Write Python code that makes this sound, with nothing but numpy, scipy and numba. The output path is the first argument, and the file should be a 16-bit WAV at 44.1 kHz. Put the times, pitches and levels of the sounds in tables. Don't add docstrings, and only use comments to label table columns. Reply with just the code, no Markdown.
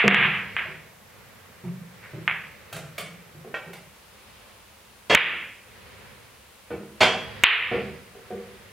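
import sys
import numpy as np
from scipy import signal
from scipy.fft import rfft, irfft, next_fast_len
from scipy.io import wavfile
from numba import njit

SR = 44100
rng = np.random.default_rng(int(sys.argv[2]) if len(sys.argv) > 2 else 0)


def transcribe(signal):
    frames = np.atleast_2d(signal).T
    limited = np.clip(frames, -1, 1)
    pcm = np.round(limited * 32767).astype(np.int16)
    wavfile.write(sys.argv[1], SR, pcm)


N = 384552


def amp(db):
    return 10 ** (np.asarray(db) / 20)


def unit_rms(x):
    return x / np.sqrt(np.mean(x ** 2) + 1e-20)


def unit_blow(x):
    return x / np.linalg.norm(x) * np.sqrt(SR / 100)


def curve_at(points, hz):
    freqs, values = np.transpose(points)
    return np.interp(np.log(hz + 1), np.log(freqs), values)


def filtered(x, response):
    size = next_fast_len(N + SR // 2)
    return irfft(rfft(x, size) * response(np.fft.rfftfreq(size, 1 / SR)), size)[..., :N]


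def pulse(spectrum, bright=1, size=4096):
    magnitude = amp(curve_at(spectrum, np.fft.rfftfreq(size, 1 / SR) / bright))
    cepstrum = irfft(np.log(np.maximum(magnitude, 1e-6)))
    cepstrum[1:size // 2] *= 2
    cepstrum[size // 2 + 1:] = 0
    return unit_blow(irfft(np.exp(rfft(cepstrum))))


def burst(spectrum, t60, attack, bright=1):
    t = np.arange(SR // 2) / SR
    rattle = rng.standard_normal(len(t)) * amp(-60 * t / t60) * (1 - np.exp(-t / attack))
    return unit_blow(signal.fftconvolve(rattle, pulse(spectrum, bright))[:len(t)])


def ring(modes, attack):
    t = np.arange(SR // 2) / SR
    tones = sum(amp(db - 60 * t / t60) * np.sin(2 * np.pi * (hz * t + rng.random()))
                for hz, db, t60 in modes)
    return unit_blow(tones * (1 - np.exp(-t / attack)))


def add(track, start_s, sound):
    start = round(start_s * SR)
    part = sound[:, max(-start, 0):N - start]
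    track[:, max(start, 0):][:, :part.shape[1]] += part


# frequency in Hz, left-right correlation.
COHERENCE = [(60, 0.88), (150, 0.6), (380, 0.5), (950, 0.37), (2380, 0.47), (5980, 0.19), (15000, 0.09)]

def diffuse_noise(spectrum):
    def mid_side_gains(hz):
        angle = np.arccos(np.clip(curve_at(COHERENCE, hz), -1, 1)) / 2
        return amp(curve_at(spectrum, hz)) * [np.cos(angle), np.sin(angle)]
    mid, side = filtered(rng.standard_normal((2, N)), mid_side_gains)
    return unit_rms(np.array([mid + side, mid - side]))


# frequency in Hz, reverberation time t60 in seconds.
REVERB_TIMES = [(100, 0.86), (200, 0.89), (500, 0.59), (1200, 0.53), (2400, 0.6), (4000, 0.47),
                (8000, 0.48), (15000, 0.073)]
# frequency in Hz, side over mid in dB.
TAIL_WIDTH = [(250, -17), (2200, -13), (4500, -8), (10000, 1.5)]
# typical delay in seconds, level in dB.
REFLECTIONS = [(.0013, -17), (.003, -7.5), (.0044, -13.5), (.0066, -14.5), (.0088, -10), (0.0222, -9.5),
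               (0.03, -9)]

def in_room(x, room_db, build_s=0.0059):
    hz, t, noise = signal.stft(rng.standard_normal((2, SR)), SR, nperseg=256)
    noise[1] *= amp(curve_at(TAIL_WIDTH, hz))[:, None]
    envelope = amp(-60 * t / curve_at(REVERB_TIMES, hz)[:, None]) * (1 - np.exp(-t / build_s))
    mid, side = signal.istft(noise * envelope, SR, nperseg=256)[1]
    paths = amp(room_db) * np.array([mid + side, mid - side]) / np.linalg.norm(mid)
    paths[:, 0] += 1
    for delay, db in REFLECTIONS:
        arrival = round(delay * SR * np.exp(.1 * rng.standard_normal()))
        paths[[0, 1], arrival + rng.integers(0, 2, size=2)] += amp(db)
    return signal.fftconvolve(x[None], paths, axes=1)


# start in seconds, length in seconds, level in dB before rise and decay.
ROLLING_BALLS = [(-.2, .9, -42), (1.0, .9, -50.3), (1.9, 1.8, -47.3), (5.62, .5, -46), (6.95, .9, -39),
                 (8.15, .6, -49)]
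# frequency in Hz, relative level in dB.
RUMBLE_SPECTRUM = [(29, -52), (50, -11.5), (108, -1), (172, -13), (200, -5.5), (289, -19.5), (495, -7.5),
                   (661, -18.5), (714, -19.5), (1950, -12.5), (5000, -27.5), (6500, -43), (11000, -120)]

def rolling(rise_s=.15, friction_db_per_s=4.5, stop_s=.2):
    envelope = np.zeros(N)
    for start, length, db in ROLLING_BALLS:
        t = np.maximum(np.arange(N) / SR - start, 0)
        stop = np.exp(-np.maximum(t - length, 0) / stop_s)
        envelope += amp(db - friction_db_per_s * t) * (1 - np.exp(-t / rise_s)) * stop
    return envelope * diffuse_noise(RUMBLE_SPECTRUM)


# start in seconds, level in dB, reverberant over direct sound in dB.
COLLISIONS = [(-.02, -16, 2.5), (.0795, -11.8, -4.5), (.1105, -25, 9), (.1453, -17, 2), (.169, -24, 6),
              (.2274, -26.5, 11), (.335, -34, 11), (.566, -24.5, 2), (2.022, -55, 13.5),
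              (2.2782, -18.5, -4), (5.1493, -2.5, -2), (7.4368, .5, 1.5)]
# frequency in Hz, relative level in dB.
CLICK_SPECTRUM = [(210, -46), (350, -19), (550, -22.5), (875, -12), (1290, -6), (1430, -6), (1590, -6.5),
                  (1710, -2), (2410, 0), (2830, -3), (3610, -12), (6500, -66.5), (8450, -79), (14300, -120)]

def ball_clicks(base_bright=1.03, brighter_per_db=.0055):
    out = np.zeros((2, N))
    for start, db, room_db in COLLISIONS:
        force_db = db + room_db
        bright = base_bright * np.exp(brighter_per_db * force_db)
        add(out, start, in_room(amp(db) * pulse(CLICK_SPECTRUM, bright), room_db))
    return out


# frequency in Hz, relative level in dB.
SIDE_AIR_SPECTRUM = [(24, -37.5), (40, -8), (92, -1), (129, -7.5), (182, 1.5), (340, -11), (500, -2),
                     (795, -5), (1010, -4.5), (5000, -18), (6500, -50.5), (11000, -120)]
SIDE_HISS_SPECTRUM = [(2650, -30), (4500, -57.5), (5300, 18), (5730, 15.5), (10500, 13), (11500, 17),
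                      (14400, 10.5), (15100, 14), (15800, -6)]
END_AIR_SPECTRUM = [(24, -22), (42, -1), (80, 0), (113, -4), (157, -11), (205, -2.5), (275, -14),
                    (400, -9.5), (490, -5), (740, -10), (970, -7), (1600, -11), (2600, -10.5), (5000, -18),
                    (6500, -36), (11000, -120)]
END_HISS_SPECTRUM = [(2650, -27), (4500, -69.5), (5030, 5), (5950, 7.5), (8540, 6.5), (9790, 11),
                     (11200, 3), (14600, 4), (15800, -12.5)]

def room_tone(side_db=-54.5, side_hiss_db=-61.5, end_db=-53.2, end_hiss_db=-61.0):
    t = np.arange(N) / SR
    angle = np.interp(t, [3.35, 4.1], [0, np.pi / 2])
    swell_db = 2.7 * np.exp(-((t - 4.35) / .28) ** 2)
    beside = amp(side_db) * diffuse_noise(SIDE_AIR_SPECTRUM)
    beside += amp(side_hiss_db) * diffuse_noise(SIDE_HISS_SPECTRUM)
    at_end = amp(end_db + swell_db) * diffuse_noise(END_AIR_SPECTRUM)
    at_end += amp(end_hiss_db) * diffuse_noise(END_HISS_SPECTRUM)
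    return np.cos(angle) * beside + np.sin(angle) * at_end


# start in seconds, thud, knock and boom levels in dB, pitch ratio of the spot.
REBOUNDS = [(.039, -25, -19.5, -20.5, 1.2), (.174, -43, -51, -32, .98), (.654, -42.5, -51, -47, .96),
            (1.636, -42.5, -55, -31, 1.02), (2.131, -47, -37, -34.5, .96), (2.735, -50, -47, -35.5, .9),
            (2.99, -52, -55, -41, 1.04), (3.345, -60, -49, -42.5, .89), (3.443, -45, -41, -54, 1.13),
            (3.66, -43, -52, -41.5, 1.0), (6.704, -30, -31.5, -41, 1.19), (7.713, -25.5, -25.5, -30.5, 1.2),
            (8.148, -50, -44, -61, 1.22), (8.305, -40, -30.5, -43, 1.21)]
# frequency in Hz, relative level in dB.
THUD_SPECTRUM = [(47, -32), (80, -6), (197, -9), (280, -7), (393, 5.5), (421, -17), (492, -4), (983, -14.5),
                 (1170, -14.5), (2300, -21), (5000, -41), (6500, -85.5), (11000, -120)]
# frequency in Hz at pitch ratio 1, relative level in dB, t60 in seconds.
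RAIL_MODES = [(326, -2, .06), (392, 0, .07), (600, -7, .07)]
FRAME_MODES = [(132, -7, .12), (163, 0, .15), (181, -5, .12)]

def cushions():
    out = np.zeros((2, N))
    for start, thud_db, knock_db, boom_db, pitch in REBOUNDS:
        at_spot = lambda modes: [(hz * pitch, db, t60) for hz, db, t60 in modes]
        thud = amp(thud_db) * burst(THUD_SPECTRUM, t60=0.13, attack=0.002)
        knock = amp(knock_db) * ring(at_spot(RAIL_MODES), attack=0.003)
        boom = amp(boom_db) * ring(at_spot(FRAME_MODES), attack=0.012)
        add(out, start, in_room(thud + boom + knock, room_db=0.4))
    return out


# start in seconds, level in dB.
HANDLING = [(2.726, -35.5), (2.763, -37.5), (2.98, -30.5), (3.731, -41.5)]
# frequency in Hz, relative level in dB.
TICK_SPECTRUM = [(120, -28), (175, 3), (253, -18.5), (454, 0), (715, -2), (842, -7.5), (2210, -4),
                 (6130, -18.5), (10200, -17), (15500, -20.5)]

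def handling_ticks():
    out = np.zeros((2, N))
    for start, db in HANDLING:
        add(out, start, in_room(amp(db) * burst(TICK_SPECTRUM, t60=0.03, attack=0.0097), room_db=-0.5))
    return out


# frequency in Hz, bandwidth in Hz at damping 1, relative level in dB.
WOOD_MODES = [(557, 150, 14.5), (1072, 43, -5), (1390, 17, -8), (1567, 51, 3.5), (1864, 32, 0),
              (2284, 27, -3), (2630, 54, -3), (2750, 32, -9), (3250, 32, -24), (3480, 19, -20)]
# frequency in Hz, relative level in dB.
CUE_SPECTRUM = [(47, -34), (90, -6), (270, -8), (461, 1.5), (930, 1), (1060, -4), (1240, -2), (1610, -5.5),
                (2230, -3), (2970, -7), (3240, -4), (3460, -25), (3780, -12.5), (4600, -18.5), (4910, -18),
                (15000, -46)]

def cue_clack(start_s=3.5415, db=-27.5, damping=1.7, rattle_db=-7):
    out = np.zeros((2, N))
    modes = [(hz, level, np.log(1000) / (np.pi * width * damping)) for hz, width, level in WOOD_MODES]
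    knock = ring(modes, attack=0.0019)
    rattle = amp(rattle_db) * burst(CUE_SPECTRUM, t60=0.15, attack=0.0026)
    add(out, start_s, in_room(amp(db) * (knock + rattle), room_db=-5))
    return out


# start in seconds, level in dB, ring over knock in dB,
# brightness as a frequency ratio, reverberant over direct sound in dB.
CUE_BLOWS = [(5.0965, -12.2, -7, 0.9, -5.5), (7.0052, -8.2, -9.5, 1.073, -5.5)]
# frequency in Hz, relative level in dB, t60 in seconds.
SHAFT_MODES = [(724, -9, 0.12), (1056, 1.5, 0.18), (1530, -38, 0.11), (1930, 1, 0.26), (2167, -4, 0.19),
               (2670, 0, 0.32), (3187, 1.5, 0.38), (3283, -0.5, .65), (3290, -5.5, 0.5), (3700, -1, 0.17),
               (4357, -6.5, 0.26), (4860, -7, 0.36), (6062, -14, .22), (6433, -18, 0.53), (6831, -13, .22),
               (7940, -14, .2)]

def cue_shots():
    out = np.zeros((2, N))
    for start, db, ring_db, bright, room_db in CUE_BLOWS:
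        knock = burst(CUE_SPECTRUM, t60=0.22, attack=0.0048, bright=bright)
        shaft = amp(ring_db) * ring(SHAFT_MODES, attack=0.00083)
        add(out, start, in_room(amp(db) * (knock + shaft), room_db))
    return out


# frequency in Hz, relative level in dB.
POSITION_RESPONSE = [(110, 1), (198, 2), (240, 1), (295, -4.5), (380, 0), (500, 0.5), (760, -1), (1050, 0),
                     (1600, 1)]

def standing_waves(x):
    response = pulse(POSITION_RESPONSE)
    treble_gain = abs(rfft(response)[-1])
    return signal.fftconvolve(x, response[None] / treble_gain, axes=1)[:, :N]


def scene():
    impacts = standing_waves(ball_clicks() + cue_shots() + cue_clack() + cushions() + handling_ticks())
    return (impacts + rolling()) * amp([[-.55], [.55]]) + room_tone()


@njit
def follow_peak(level, rise, fall):
    held, out = 0.0, np.empty(len(level))
    for i in range(len(level)):
        held = held + rise * (level[i] - held) if level[i] > held else held * fall
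        out[i] = held
    return out


def pole(seconds):
    return np.exp(-1 / (seconds * SR))


def record(dry, threshold_db=-4, delay_s=.0048, release_db_per_s=55, ceiling=.95, clip_level=0.9,
           hiss_db=-58.5, low_cut_hz=48, top_hz=15850):
    held = follow_peak(np.abs(dry).max(0), 1 - pole(0.00019), float(amp(-release_db_per_s / SR)))
    excess_db = np.maximum(20 * np.log10(held + 1e-9) - threshold_db, 0)
    late_db = np.interp(np.arange(N) - delay_s * SR, np.arange(N), excess_db)
    lag = pole(0.00075)
    ducked = dry * amp(-signal.lfilter([1 - lag], [1, -lag], late_db))
    peak = follow_peak(np.abs(ducked).max(0), 1 - pole(.0004), pole(.004))
    limited = ducked / np.maximum(peak / ceiling, 1)
    saturated = limited / (1 + np.abs(limited / clip_level) ** 8) ** (1 / 8)
    low_cut = signal.butter(2, low_cut_hz, "highpass", fs=SR, output="sos")
    hiss = amp(hiss_db) * rng.standard_normal((2, N))
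    return filtered(signal.sosfilt(low_cut, saturated) + hiss, lambda hz: hz < top_hz)


dry = scene()
out = record(dry)
transcribe(out)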